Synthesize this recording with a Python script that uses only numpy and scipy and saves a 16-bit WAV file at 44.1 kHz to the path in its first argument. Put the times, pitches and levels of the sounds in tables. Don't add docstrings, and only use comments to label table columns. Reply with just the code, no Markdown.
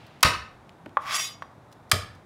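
import sys
import numpy as np
from scipy import signal
from scipy.fft import rfft, irfft
from scipy.io import wavfile
from scipy.ndimage import uniform_filter1d, minimum_filter1d

SR = 44100
rng = np.random.default_rng(int(sys.argv[2]) if len(sys.argv) > 2 else 0)


def bounce(signal):
    frames = np.transpose(np.atleast_2d(signal))
    limited = np.clip(frames, -1, 1)
    pcm = np.round(limited * 32767).astype(np.int16)
    wavfile.write(sys.argv[1], SR, pcm)


N = 99225
T = np.arange(N) / SR
SHORT = T[:8192]
IMPULSE = SHORT == 0


def slaps():
    # (time [s], level [dB], brightness [Hz], fade time [s], board ring [Hz])
    hits = [(.2286, -20.5, 8970, 0.0034, 1027), (.2299, -8.5, 9500, 0.014, 1074),
            (.2320, -5.5, 4500, 0.017, 1480), (.2339, 6, 4800, 0.013, 1080), (.2373, 1, 2200, 0.011, 1250),
            (.2505, -14, 1840, .008, 1078), (1.9144, -22.5, 7700, 0.016, 1240),
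            (1.9158, -4, 7330, 0.011, 1148), (1.9186, -9, 2340, 0.004, 1128),
            (1.9199, -8.5, 7510, 0.0083, 1179)]
    # (frequency [Hz], level [dB])
    colour = [(60, -40), (300, -15.5), (700, -13), (1200, -1), (2200, -1.5), (3200, -1), (5200, 0.5),
              (7000, -5), (9500, -1), (15500, 1.5)]
    return blows(hits, colour, ring_db=-7, ring_t60=0.027, grit=3.6)


def thuds():
    # (time [s], level [dB])
    landings = [(.234, -31.5), (0.2488, -20.5), (1.921, -45), (1.931, -24.5)]
    # (pitch [Hz], level [dB], fade time [s])
    counter_modes = [(56.6, -17, .4), (96, -0.5, 0.25), (118.6, -7, 0.29), (145.7, -5.5, 0.16),
                     (213.2, -14, 0.34), (265, -12.5, 0.1), (381, -21, 0.22), (475, -15, 0.3),
                     (620, -11.5, .3)]
    # (frequency [Hz], level [dB])
    rattle_colour = [(30, -14.5), (90, 10), (200, -8.5), (400, -4.5), (700, -4), (1500, -36), (5000, -60)]
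    push_s, rattle_db = .0015, -4
    notes = sum(amp(db) * mode(hz, t60, T) for hz, db, t60 in counter_modes)
    boom = soften(notes, 1 / push_s)
    out = np.zeros(N)
    for s, db in landings:
        shudder = through(noise(), body(rattle_colour)) * fade(t60=.28)
        add(out, s, amp(db) * (boom + amp(rattle_db) * shudder))
    return thin(out, 32)


def knocks():
    # (time [s], level [dB], brightness [Hz], fade time [s], board ring [Hz])
    hits = [(.8612, -34.5, 890, 0.013, 620), (.864, -32, 350, .012, 316), (.9706, -10, 1820, .004, 1158),
            (.9722, -30, 600, 0.0054, 780), (.9742, -20.5, 1310, .004, 1070),
            (1.4222, -26.5, 2200, .004, 1120), (1.4238, -37, 1987, .004, 1780),
            (1.4255, -41, 2500, .004, 1130)]
    # (frequency [Hz], level [dB])
    colour = [(60, -60), (200, -30), (350, -1.5), (700, 6), (1200, 15.5), (1700, 13), (2000, 7), (3400, 8),
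              (4500, -16), (15000, -11)]
    return blows(hits, colour, ring_db=4, ring_t60=0.035, grit=0.91)


def blows(hits, colour, ring_db, ring_t60, grit):
    out, response = np.zeros(N), body(colour)
    strength = np.sqrt(.002 * SR)
    for s, db, bright_hz, t60, ring_hz in hits:
        contact = soften(through(IMPULSE + grit * burst(t60), response), bright_hz)
        ring = soften(mode(ring_hz, ring_t60), 2 * ring_hz)
        ring = unit(thin(ring, ring_hz / 2))
        add(out, s, amp(db) * strength * unit(unit(contact) + amp(ring_db) * ring))
    return out


def burst(t60):
    spectrum = rfft(rng.standard_normal(len(SHORT)) * fade(t60, SHORT))
    even = spectrum / np.sqrt(uniform_filter1d(np.abs(spectrum) ** 2, size=100))
    return unit(irfft(even) * fade(4 * t60, SHORT))


def scrape():
    # (time [s], board level [dB], blade level [dB], brightness [Hz])
    stroke = [(.985, -92, -68, 4000), (1.022, -52, -58, 9550), (1.04, -44, -57.5, 5000),
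              (1.096, -32.5, -34.5, 4340), (1.148, -30, -24.5, 7560), (1.17, -34.5, -31.5, 9600),
              (1.205, -40, -30.5, 8300), (1.254, -69, -36, 10000), (1.298, -49, -48.5, 9700),
              (1.341, -80, -59, 8000)]
    # (frequency [Hz], level [dB])
    rasp_colour = [(100, -37), (450, -27.5), (620, -5.5), (800, -11), (1000, -7.5), (1150, 6.5), (1400, -5),
                   (2200, -6.5), (4000, -21), (12000, -32)]
    # (frequency [Hz], level [dB])
    hiss_colour = [(300, -24), (700, -21), (1200, -13), (2200, 3), (2700, -3), (3300, 1.5), (4100, -6.5),
                   (5000, 3), (6700, -5.5), (8500, -6), (12000, -2.5), (15500, -2.5)]
    slips_per_s, spread_db, chatter_db = 2500, 2.5, 1
    times, board_db, blade_db, bright_hz = np.array(stroke).T
    board_level = amp(np.interp(T, times, board_db, left=-120, right=-120))
    blade_level = amp(np.interp(T, times, blade_db, left=-120, right=-120))
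    sizes = amp(spread_db * np.minimum(rng.exponential(size=N), 5))
    slipping = rng.random(N) < slips_per_s / SR
    slips = unit(slipping * sizes * np.sign(noise())) * np.sqrt(N)
    chatter = amp(chatter_db * wander(per_s=300))
    slips = thin(slips * chatter, 360)
    blends = (np.interp(T, times, row) for row in np.eye(len(times)))
    edge = blade_level * sum(blend * soften(slips, hz) for blend, hz in zip(blends, bright_hz))
    hiss_response = unit(through(body(hiss_colour), IMPULSE + 1.06 * fine_modes(count=90)))
    rasp = through(slips * board_level, body(rasp_colour))
    hiss = through(edge, hiss_response)
    return rasp + amp(0.5) * hiss + amp(-0.5) * blade_ring(edge)


def blade_ring(drive):
    # (pitch [Hz], level [dB], fade time [s])
    blade_modes = [(1107, -8.5, .15), (2113, -3.5, .3), (3040, -6.5, 0.33), (3515, -5, .2),
                   (3845, -2, 0.16), (4220, -11.5, 0.26), (4829, -0.5, 0.63), (4750, -7, 0.26),
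                   (5535, -9.5, 0.25), (5738, 3.5, 0.3), (6730, -1, .1), (6660, -12.5, 0.087),
                   (7470, -2.5, 0.057), (7710, -4, 0.049), (8520, -4, .08), (9808, -21, 0.066),
                   (10160, 0.5, 0.04), (12560, -7, .05), (13770, 0, .05), (15200, 0, .03)]
    shimmer_db = 2.5
    out = np.zeros(N)
    for hz, db, t60 in blade_modes:
        shimmer = amp(shimmer_db * wander(per_s=45))
        out += amp(db) * through(drive * shimmer, unit(mode(hz, t60)))
    return out / np.sqrt(sum(amp(db) ** 2 for _, db, _ in blade_modes))


def fine_modes(count):
    pitches = 500 + 15300 * (np.arange(count) + rng.random(count)) / count
    return unit(sum((-1) ** k * unit(mode(hz, t60=0.047)) for k, hz in enumerate(pitches)))


def skin_ticks():
    # (time [s], level [dB])
    ticks = [(.066, -53.5), (0.207, -51.5), (1.716, -59), (1.726, -50.5), (1.896, -50.5), (2.150, -56.5)]
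    # (frequency [Hz], level [dB])
    colour = [(500, -24.5), (2000, -4), (4500, 0), (8000, -7.5), (15000, -12.5)]
    return puffs(ticks, colour, t60=0.035)


def steel_clicks():
    # (time [s], level [dB])
    clicks = [(.6935, -45.5), (.8602, -44), (.893, -48), (1.4222, -40.5), (1.4262, -45)]
    # (frequency [Hz], level [dB])
    colour = [(500, -22), (1500, -8), (2200, 1), (3000, -1), (4200, -5), (6000, -14), (14000, -28)]
    return puffs(clicks, colour, t60=0.012)


def puffs(events, colour, t60):
    out = np.zeros(N)
    for s, db in events:
        add(out, s, amp(db) * noise() * fade(t60))
    return through(out, body(colour))


def kitchen(x):
    # (frequency [Hz], fade time [s])
    room_fades = [(100, 0.73), (500, .45), (1400, 0.47), (3000, 0.4), (6000, 0.34), (10000, .29),
                  (15000, 0.25)]
    tail_db, build_s, early_db = -14.5, 0.0092, -19
    freqs = np.fft.rfftfreq(2 * N, 1 / SR)
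    centres = np.log([hz for hz, _ in room_fades])
    spectrum, tail = rfft(rng.standard_normal(2 * N)), 0
    for row, (_, t60) in zip(np.eye(len(centres)), room_fades):
        band = np.interp(np.log(freqs + 1), centres, row)
        tail = tail + irfft(spectrum * band)[:N] * fade(t60)
    tail = unit(tail * (1 - np.exp(-(T / build_s) ** 2)))
    early = unit(noise() * fade(t60=.06) * (T > .002))
    return x + through(x, amp(tail_db) * tail + amp(early_db) * early)


def background():
    # (frequency [Hz], level [dB])
    hum_colour = [(15, -56.5), (25, -23.5), (114, 1.5), (249, -6), (427, -10), (560, -10), (734, -7.5),
                  (1260, -13.5), (2110, -23), (2410, -25.5), (3080, -32), (3720, -27), (4250, -34),
                  (10700, -41), (16000, -49.5)]
    # (frequency [Hz], level [dB])
    wash_colour = [(300, -22), (1200, -0.5), (2500, 3.5), (4200, -3.5), (6500, -16.5), (15000, -34)]
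    hum, wash = (signal.fftconvolve(rng.standard_normal(2 * N), body(colour))[N:2 * N]
                 for colour in (hum_colour, wash_colour))
    return amp(-52) * hum + amp(-56.5) * wash * fade(t60=2.2)


def amp(db):
    return 10 ** (np.asarray(db) / 20)


def unit(x):
    return x / np.sqrt(np.sum(x ** 2))


def fade(t60, t=T):
    return np.exp(-np.minimum(np.log(1000) * t / t60, 60))


def mode(hz, t60, t=SHORT):
    return np.sin(2 * np.pi * hz * t) * fade(t60, t)


def noise():
    return rng.standard_normal(N)


def wander(per_s):
    return np.interp(T * per_s, np.arange(1000), rng.standard_normal(1000))


def body(colour):
    n = len(SHORT)
    hz, db = np.array(colour, float).T
    freqs = np.maximum(np.fft.rfftfreq(2 * n, 1 / SR), 1)
    gains = amp(np.interp(np.log(freqs), np.log(hz), db))
    cepstrum = irfft(np.log(gains))
    cepstrum[1:n] *= 2
    cepstrum[n:] = 0
    return unit(irfft(np.exp(rfft(cepstrum)))[:n])


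def through(x, response):
    return signal.oaconvolve(x, response)[:len(x)]


def soften(x, hz):
    return signal.sosfilt(signal.butter(2, hz, fs=SR, output="sos"), x + 1e-18)


def thin(x, hz):
    return signal.sosfilt(signal.butter(2, hz, "high", fs=SR, output="sos"), x + 1e-18)


def add(out, s, x):
    i = int(s * SR)
    out[i:i + len(x)] += x[:N - i]


def scene():
    board = slaps() + knocks() + skin_ticks() + steel_clicks() + thuds() + scrape()
    return (kitchen(board) + background())[None]


def record(dry):
    ceiling, release_s, top_hz = .88, .007, 15800
    excess = np.log(np.maximum(np.abs(dry[0]) / ceiling, 1))
    held = np.maximum.accumulate(excess + T / release_s) - T / release_s
    gain = uniform_filter1d(minimum_filter1d(np.exp(-held), size=25), size=25)
    return signal.sosfilt(signal.ellip(10, .2, 80, top_hz, fs=SR, output="sos"), dry * gain)


dry = scene()
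out = record(dry)
bounce(out)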